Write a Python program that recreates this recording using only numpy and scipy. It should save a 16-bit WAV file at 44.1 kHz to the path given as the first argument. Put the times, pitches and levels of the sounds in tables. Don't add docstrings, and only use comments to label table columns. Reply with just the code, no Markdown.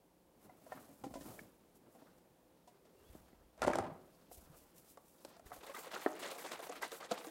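import sys
import numpy as np
from scipy import signal
from scipy.fft import rfft, irfft
from scipy.io import wavfile
from scipy.ndimage import uniform_filter1d

SR = 44100
rng = np.random.default_rng(int(sys.argv[2]) if len(sys.argv) > 2 else 0)


def log_audio(samples):
    frames = np.atleast_2d(samples).T
    limited = np.clip(frames, -1, 1)
    pcm = np.round(limited * 32767).astype(np.int16)
    wavfile.write(sys.argv[1], SR, pcm)


N = 321930


def undb(db):
    return 10 ** (np.asarray(db) / 20)


def unit(x):
    return x / np.sqrt(np.mean(x ** 2))


def white():
    return rng.standard_normal(N)


def band(x, lo_hz, hi_hz):
    sos = signal.butter(2, [lo_hz, min(hi_hz, .45 * SR)], "band", fs=SR, output="sos")
    return signal.sosfilt(sos, x)


def colour(x, points):
    hz, db = np.transpose(points)
    f = np.arange(len(x) // 2 + 1) * SR / len(x) + 1
    return irfft(rfft(x) * undb(np.interp(np.log(f), np.log(hz), db)), len(x))


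def walk(rate):
    k = int(SR / rate)
    held = np.repeat(rng.standard_normal(N // k + 1), k)
    return unit(uniform_filter1d(held, k)[:N])


def grains(rate, scatter_db, tail_s):
    sizes = undb(scatter_db * np.clip(rng.standard_normal(N), -2, 2))
    clicks = (rng.random(N) < rate / SR) * sizes
    power = signal.lfilter([1], [1, -np.exp(-1 / (tail_s * SR))], clicks ** 2)
    return unit(np.sqrt(power + 1e-9))


def tilted(bursts, tilt, bands, pivot_hz, flicker_db):
    out = 0
    for hz, db in bands:
        noise = unit(band(bursts * white(), hz / np.sqrt(2), hz * np.sqrt(2)))
        level_db = db + tilt * np.log2(hz / pivot_hz) + flicker_db * walk(30)
        out = out + undb(level_db) * noise
    return out


def strokes(rows):
    t, power, tilt = np.arange(N) / SR, np.full(N, 1e-20), np.zeros(N)
    for s, db, swell_s, fade_s, *slope in rows:
        swell_s, fade_s = max(swell_s, .003), max(fade_s, .003)
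        near = slice(max(int((s - 3 * swell_s) * SR), 0), int((s + 3 * fade_s) * SR))
        shape_db = 20 * np.minimum((t[near] - s) / swell_s, (s - t[near]) / fade_s)
        own = undb(db + shape_db) ** 2
        power[near] += own
        tilt[near] += own * sum(slope)
    return np.sqrt(power), tilt / power


def knocks(events, modes, reach_oct, rise_s, crack_s, crack_hz, floor_hz):
    out, t = np.zeros(N + SR), np.arange(SR // 4) / SR
    hz, db = np.transpose(modes)[:, :, None]
    chance = rng.standard_normal((len(events), len(modes), 2))
    hiss = unit(band(rng.standard_normal(N + SR), crack_hz, 9000.0))
    low_cut = signal.butter(4, floor_hz, "high", fs=SR, output="sos")
    for (s, peak_db, near_hz, t60, crack_db), luck in zip(events, chance):
        distance = np.log2(hz / near_hz) / reach_oct
        share = undb(db + 4.1 * luck[:, :1]) / (1 + distance ** 2) ** 2
        fade = np.exp(-np.log(1000) * t / max(t60, .01) * (hz / near_hz) ** 0.075)
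        swing = np.sin(2 * np.pi * hz * (1 + 0.052 * luck[:, 1:]) * t)
        ring = (share * fade * swing).sum(0) * (1 - np.exp(-t / rise_s))
        ring = signal.sosfilt(low_cut, ring)
        i = int(s * SR)
        crack = undb(crack_db) * hiss[i:i + len(t)] * np.exp(-t / crack_s)
        out[i:i + len(t)] += undb(peak_db) * (ring / np.abs(ring).max() + crack)
    return out[:N]


# (time [s], peak of the direct ring [dB], struck near [Hz], t60 there [s], crack rms at onset re that peak [dB])
DOOR_BLOWS = [(3.577, -55, 510, 0.064, -11), (3.619, -24, 810, 0.016, -11.5), (3.627, -27, 980, 0.037, -34),
              (3.639, -35, 1360, 0.017, -8.5), (3.649, -25.5, 690, 0.02, -37),
              (3.673, -23.5, 406, 0.068, -19), (3.68, -17, 636, 0.008, -31),
              (3.699, -30.5, 368, 0.059, -37), (3.7335, -28.5, 1500, 0.02, -16),
              (3.756, -22.5, 674, 0.0166, -17), (3.786, -23.5, 610, 0.035, -17)]
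# (frequency [Hz], relative level [dB])
DOOR_MODES = [(250, 6), (365, 3), (520, -24), (600, 4.5), (790, 4.5), (1090, -0.5), (1295, 7), (1850, 13.5),
              (2290, 7)]


def door_blows():
    return knocks(DOOR_BLOWS, DOOR_MODES, 0.85, 0.00058, 0.0025, 2800.0, 156.0)


SEAL_TOUCHES_S, LANDS_S, SHUDDER_HOLD_S = 3.577, 3.621, 0.22
SEAL_DB, SHUDDER_DB = -64, -41
HOLD_SAG_DB_S, DYING_DB_S = 20, 117
SHUDDER_TILT_DB_OCT, DULLING_DB_OCT_S, DULLEST_DB_OCT = 3, 16, -2
# (centre [Hz], relative level [dB])
SHUDDER_BANDS = [(55, -52), (110, -13.5), (220, -8), (440, -3.5), (880, -5.5), (1760, -16.5), (3520, -23.5),
                 (7040, -27.5)]


def shudder():
    since = np.arange(N) / SR - LANDS_S
    sag_db = HOLD_SAG_DB_S * np.clip(since, 0, SHUDDER_HOLD_S)
    dying_db = DYING_DB_S * np.maximum(since - SHUDDER_HOLD_S, 0)
    seal = undb(SEAL_DB) * (since > SEAL_TOUCHES_S - LANDS_S)
    gain = np.where(since > 0, undb(SHUDDER_DB - sag_db - dying_db), seal)
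    tilt = np.maximum(SHUDDER_TILT_DB_OCT - DULLING_DB_OCT_S * np.maximum(since, 0), DULLEST_DB_OCT)
    return gain * tilted(grains(370, 1.5, 0.0022), tilt, SHUDDER_BANDS, 320, 1)


# (time [s], gain of the splash [dB], gain of the sleeve's rustle [dB], fade by 20 dB [s])
SHAKES = [(5.456, -52, -59, 0.11), (5.5254, -47, -52.5, 0.1), (5.605, -50.5, -67, 0.07),
          (5.629, -47, -59, 0.096), (5.6595, -45, -59, 0.3), (5.742, -38, -53, 0.044),
          (5.764, -41, -54, 0.11), (5.7874, -47, -49.5, 0.1), (5.827, -44, -56, 0.082),
          (5.8726, -49, -74, 0.068), (5.911, -42, -54, 0.077), (5.9333, -37, -63, 0.078),
          (5.9623, -38, -56, 0.092), (6.01, -40.5, -49, 0.097), (6.073, -45, -56, 0.11),
          (6.1093, -44.5, -72, 0.1), (6.15, -44.5, -61, 0.092), (6.19, -40.5, -49.5, 0.07),
          (6.2233, -37, -61, 0.12), (6.2462, -38, -54, 0.14), (6.2999, -43.5, -54, 0.2),
          (6.379, -40.5, -48.5, 0.14), (6.4375, -38.5, -69, 0.13), (6.5136, -35.5, -52, 0.096),
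          (6.594, -46, -59, 0.16), (6.6242, -41, -47, 0.074), (6.664, -42, -70, 0.051),
          (6.6906, -40.5, -66, 0.076), (6.7186, -42, -60, 0.077), (6.752, -43, -54, 0.065),
          (6.8164, -33.5, -59, 0.088), (6.8289, -37.5, -56, 0.11), (6.913, -38, -49, 0.1),
          (6.957, -47, -49.5, 0.055), (7.0007, -42, -70, 0.14), (7.0249, -45, -75, 0.1),
          (7.0878, -47, -70, 0.033), (7.1103, -31, -53, 0.053), (7.1724, -40.5, -58, 0.082),
          (7.204, -47, -60, 0.19), (7.2434, -45.5, -53, 0.092), (7.266, -45.5, -69, 0.058)]
SHAKE_SWELL_S, SLOSH_TILT_DB_OCT = .012, 2.5
# (centre [Hz], relative level [dB])
SLOSH_BANDS = [(200, -15), (400, -12), (800, -12), (1600, -16), (3200, -21), (6400, -27.5)]


def slosh():
    jerks = [(s + SHAKE_SWELL_S / 2, db, SHAKE_SWELL_S, fade_s) for s, db, _, fade_s in SHAKES]
    gain, _ = strokes(jerks)
    splashes = tilted(grains(250, 2.74, 0.0095), SLOSH_TILT_DB_OCT, SLOSH_BANDS, 1650, 2.36)
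    fizz = undb(-23) * bubbles(5500., 13000., 4., 15., count=260)
    gurgle = undb(-15.0) * bubbles(345.5, 4490.0, 4.1, 14.0, count=500)
    return band(gain * (splashes + gurgle + fizz), 265.0, 15000.)


def bubbles(lo_hz, hi_hz, cycles, scatter_db, count):
    out, t = np.zeros(N + SR), np.arange(SR // 20) / SR
    start, end = SHAKES[0][0], N / SR
    for when, pitch, size in rng.random((count, 3)):
        hz = lo_hz * (hi_hz / lo_hz) ** pitch
        rising = np.sin(2 * np.pi * hz * t * (1 + 0.0664 * hz * t / cycles))
        tone = rising * np.exp(-hz * t / cycles)
        i = int((start + when * (end - start)) * SR)
        out[i:][:len(t)] += undb(scatter_db * size) * tone
    return unit(out[:N]) * np.sqrt((end - start) * SR / N)


# (time [s], peak of the direct ring [dB], struck near [Hz], t60 there [s], crack rms at onset re that peak [dB])
CARTON_SLAPS = [(4.314, -46, 493, 0.024, -31), (4.616, -58, 440, 0.066, -25),
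                (4.973, -46.5, 716, 0.029, -15.5), (5.249, -42, 477, 0.023, -6.5),
                (5.366, -54, 734, 0.057, -9), (5.395, -50.5, 670, 0.027, -13), (5.506, -48, 623, 0.04, -18),
                (5.517, -36.5, 620, 0.035, -29), (5.562, -48, 519, 0.051, -22),
                (5.694, -40.5, 477, 0.076, -39), (5.743, -42.5, 1030, 0.091, -28),
                (5.764, -39, 1600, 0.03, -27), (5.869, -45.5, 468, 0.051, -9),
                (5.961, -36, 1290, 0.019, -24), (6.0618, -17, 512, 0.015, -41),
                (6.069, -29, 740, 0.023, -40), (6.249, -44, 900, 0.082, -14),
                (6.314, -40.5, 490, 0.079, -6), (6.354, -41, 576, 0.12, -16),
                (6.516, -39.5, 640, 0.029, -10), (6.592, -40.5, 614, 0.068, -12),
                (6.694, -37, 467, 0.076, -22), (6.723, -41.5, 840, 0.022, -28),
                (6.829, -32.5, 1520, 0.037, -28), (6.918, -40.5, 450, 0.12, -9),
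                (7.026, -42.5, 1092, 0.035, -26), (7.112, -26, 574, 0.06, -20.5),
                (7.245, -43, 590, 0.07, -12), (7.269, -42.5, 430, 0.09, -12)]
# (frequency [Hz], relative level [dB])
CARTON_MODES = [(300, 17), (390, -1.5), (475, 4.5), (560, 1), (700, 7), (845, 2.5), (1100, 12.5),
                (1300, 17), (1600, 18.5), (1990, 22), (2390, -19)]


def carton_slaps():
    return knocks(CARTON_SLAPS, CARTON_MODES, 0.66, 0.0016, 0.0039, 1100.0, 340.0)


# (time [s], peak of the direct ring [dB], struck near [Hz], t60 there [s], crack rms at onset re that peak [dB])
SHELF_KNOCKS = [(0.495, -49.5, 725, 0.059, -33), (0.665, -48, 574, 0.05, -24), (0.72, -35, 730, 0.05, -30),
                (0.749, -48, 218, 0.17, -34), (0.901, -55, 273, 0.21, -71),
                (1.038, -34.5, 283, 0.072, -22.5), (1.064, -37.5, 213, 0.075, -44),
                (1.107, -48, 264, 0.083, -27), (1.139, -40, 680, 0.026, -17), (1.154, -38, 278, 0.12, -30),
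                (1.209, -43, 268, 0.059, -17), (1.391, -39, 1900, 0.017, -29), (1.95, -54, 340, 0.084, -21),
                (2.019, -49.5, 300, 0.082, -33), (2.675, -52.5, 626, 0.082, -14),
                (2.853, -60, 506, 0.037, -13), (3.15, -44.5, 192, 0.051, -39),
                (3.329, -53, 225, 0.042, -33)]
# (frequency [Hz], relative level [dB])
SHELF_MODES = [(220, -15.5), (280, -10.5), (340, -15), (520, -1.5), (620, 5.5), (740, 7.5), (1000, 12),
               (1350, 8.5), (1600, 3), (1800, 15), (2100, 12.5), (2900, 4)]


def shelf_knocks():
    return knocks(SHELF_KNOCKS, SHELF_MODES, 0.73, 0.0013, 0.021, 780.0, 122.0)


# (time of the loudest [s], gain [dB], swell by 20 dB [s], fade by 20 dB [s], brightness [dB/octave])
SLIDES = [(0.47, -61.5, 0.19, 0.26, -3), (0.76, -56.5, 0.28, 0.32, -1.5), (1.1, -62, .1, 0.34, -6),
          (1.27, -54, 0.2, 0.32, -0.5), (1.43, -58.5, 0.9, 0.057, -4), (2.05, -63.5, 0.7, 0.37, -2.5),
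          (3.11, -65.5, 0.74, .7, 0), (4.5, -67, 1.5, 1, 0), (5.28, -61, 0.15, 0.35, 0.5)]
# (centre [Hz], relative level [dB])
SCRAPE_BANDS = [(130, -16), (260, -8.5), (520, -8), (1040, -10), (2080, -15), (4160, -14)]


def scrape():
    gain, tilt = strokes(SLIDES)
    return gain * tilted(grains(200, 3.4, 0.014), tilt, SCRAPE_BANDS, 500, 3.0)


# (time of the loudest [s], gain [dB], swell by 20 dB [s], fade by 20 dB [s])
CLOTH_STROKES = [(0.445, -64, 0.085, .07), (0.73, -62, 0.28, 0.94), (0.88, -71, 0.46, 0.094),
                 (1.044, -68, .02, .1), (1.28, -53.5, 0.2, 0.23), (1.41, -60.5, 0.33, 0.055),
                 (1.762, -60, 0.022, 0.025), (1.93, -69, 0.12, 0.37), (2.184, -63, 0.034, 0.017),
                 (2.68, -75, 0.05, .2), (3.16, -64, 0.35, 0.2), (4.13, -71.5, 1, 0.67),
                 (4.324, -53.5, .025, 0.21), (4.57, -60, 0.063, 0.24), (4.782, -56.5, 0.055, 0.056),
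                 (4.91, -57.5, 0.14, 0.066), (5.08, -64, 0.14, 0.26), (5.25, -60, 0.094, 0.044),
                 (5.29, -58, .01, 0.045), (5.37, -67, .01, 0.077)]
# (centre [Hz], relative level [dB])
RUSTLE_BANDS = [(3000, -21), (6000, -15), (9500, -10), (13500, -8)]


def rustle():
    sleeve = [(s + SHAKE_SWELL_S / 2, db, SHAKE_SWELL_S, fade_s) for s, _, db, fade_s in SHAKES]
    gain, tilt = strokes(list(CLOTH_STROKES) + sleeve)
    return gain * tilted(grains(1500, 5.5, 0.0039), tilt, RUSTLE_BANDS, 6060, 0.26)


THUD_T60_S, THUD_LONGER_PER_DB = .08, 0.0047
# (time [s], peak level [dB], pitch [Hz])
THUDS = [(1.036, -50, 136), (1.218, -58, 178), (3.098, -54, 64), (3.157, -57, 69), (3.208, -59, 81.6),
         (3.644, -44.5, 97), (3.713, -47, 159), (3.802, -42, 99), (3.916, -47, 165), (4.376, -55, 70),
         (4.449, -65, 39.7), (4.499, -53.5, 150), (4.528, -61, 59.2), (4.787, -64, 144),
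         (5.459, -54.5, 64.6), (5.519, -62, 115), (5.58, -61, 60), (6.829, -66, 202), (7.114, -45, 210),
         (7.25, -60, 204)]


def thuds():
    out, t = np.zeros(N + SR), np.arange(SR // 2) / SR
    for s, peak_db, hz in THUDS:
        t60 = THUD_T60_S * np.exp(THUD_LONGER_PER_DB * (peak_db + 60))
        fade = np.exp(-np.log(1000) * t / t60)
        swing = np.sin(2 * np.pi * hz * t) * fade * (1 - np.exp(-t / 0.0025))
        out[int(s * SR):][:len(t)] += undb(peak_db) * swing / np.abs(swing).max()
    return out[:N]


# (time [s], centre of the wavering pitch [Hz], centre of the wavering level [dB])
SQUEAK = [(2.95, 2650, -98), (2.985, 2750, -81), (3.035, 2800, -80), (3.055, 3350, -80), (3.09, 3400, -82),
          (3.13, 3400, -98)]
# (time [s], gain [dB])
GROAN = [(2.68, -73), (2.75, -74), (2.95, -71), (3.06, -69), (3.12, -95)]


def hinge():
    t = np.arange(N) / SR
    s, hz, db = np.transpose(SQUEAK)
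    pitch = np.interp(t, s, hz) * (1 + .015 * walk(300))
    broken_db = 3 * walk(50)
    level_db = np.interp(t, s, db, -200, -200) + broken_db
    whistle = undb(level_db) * np.sin(2 * np.pi * np.cumsum(pitch) / SR)
    moan = unit(band(white(), 370.0, 433.0)) + 0.17 * unit(band(white(), 520., 570.))
    return whistle + undb(np.interp(t, *np.transpose(GROAN), -200, -200)) * moan


RUMBLE_DB = -84.5
# (time of the loudest [s], level [dB], swell by 20 dB [s], fade by 20 dB [s])
RUMBLES = [(0.8, -79, 0.46, 0.37), (1.16, -66, .25, 0.47), (3.13, -66, .2, 0.39), (3.45, -72, 0.27, 0.45),
           (3.66, -50, 0.092, 0.18), (4.5, -70, 0.61, 0.43), (5.47, -69, 0.077, 0.32)]


def rumble():
    gain = np.hypot(strokes(RUMBLES)[0], undb(RUMBLE_DB))
    return gain * unit(band(white(), 35., 80.))


KITCHEN_DB, HUM_HZ, HUM_DB = -69.5, 174, -83
# (frequency [Hz], relative density [dB])
KITCHEN_SPECTRUM = [(55, -51), (90, -15), (145, -7.5), (170, -5.5), (350, -4), (420, -9.5), (530, -3.5),
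                    (580, -9), (950, -12.5), (1230, -21), (2500, -25.5), (6000, -29.5), (12000, -28),
                    (15800, -28.5)]


def kitchen():
    hum = unit(band(white(), HUM_HZ - 4, HUM_HZ + 4))
    drift_db = .6 * walk(5)
    hiss = unit(colour(white(), KITCHEN_SPECTRUM))
    return undb(KITCHEN_DB + drift_db) * hiss + undb(HUM_DB) * hum


# (centre [Hz], t60 [s])
ROOM_DECAY = [(120, 0.72), (400, 0.59), (1200, 0.47), (3500, 0.23), (9000, 0.25)]


def room(x):
    t = np.arange(SR // 2) / SR
    tail = 0
    for hz, t60 in ROOM_DECAY:
        noise = band(rng.standard_normal(len(t)), hz / 1.87, hz * 2.0)
        tail = tail + noise * np.exp(-np.log(1000) * t / t60)
    tail *= np.clip(t / 0.012, 0, 1) / np.sqrt(np.sum(tail ** 2))
    return signal.fftconvolve(x, tail)[:N]


SHELF_ROOM_DB, DOOR_ROOM_DB, SHUDDER_ROOM_DB, CARTON_ROOM_DB = -18, -11, -12, -14


def scene():
    door = door_blows()
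    rattle = shudder()
    carton = carton_slaps()
    shelf = shelf_knocks()
    door_send = undb(DOOR_ROOM_DB) * door + undb(SHUDDER_ROOM_DB) * rattle
    wet = room(door_send + undb(SHELF_ROOM_DB) * shelf + undb(CARTON_ROOM_DB) * carton)
    movement = slosh() + scrape() + rustle() + thuds()
    struck = door + rattle + carton + shelf
    return (struck + wet + movement + hinge() + rumble() + kitchen())[None]


TOP_HZ = 15830


def record(dry):
    return signal.sosfilt(signal.ellip(10, .2, 60, TOP_HZ, fs=SR, output="sos"), dry)


dry = scene()
out = record(dry)
log_audio(out)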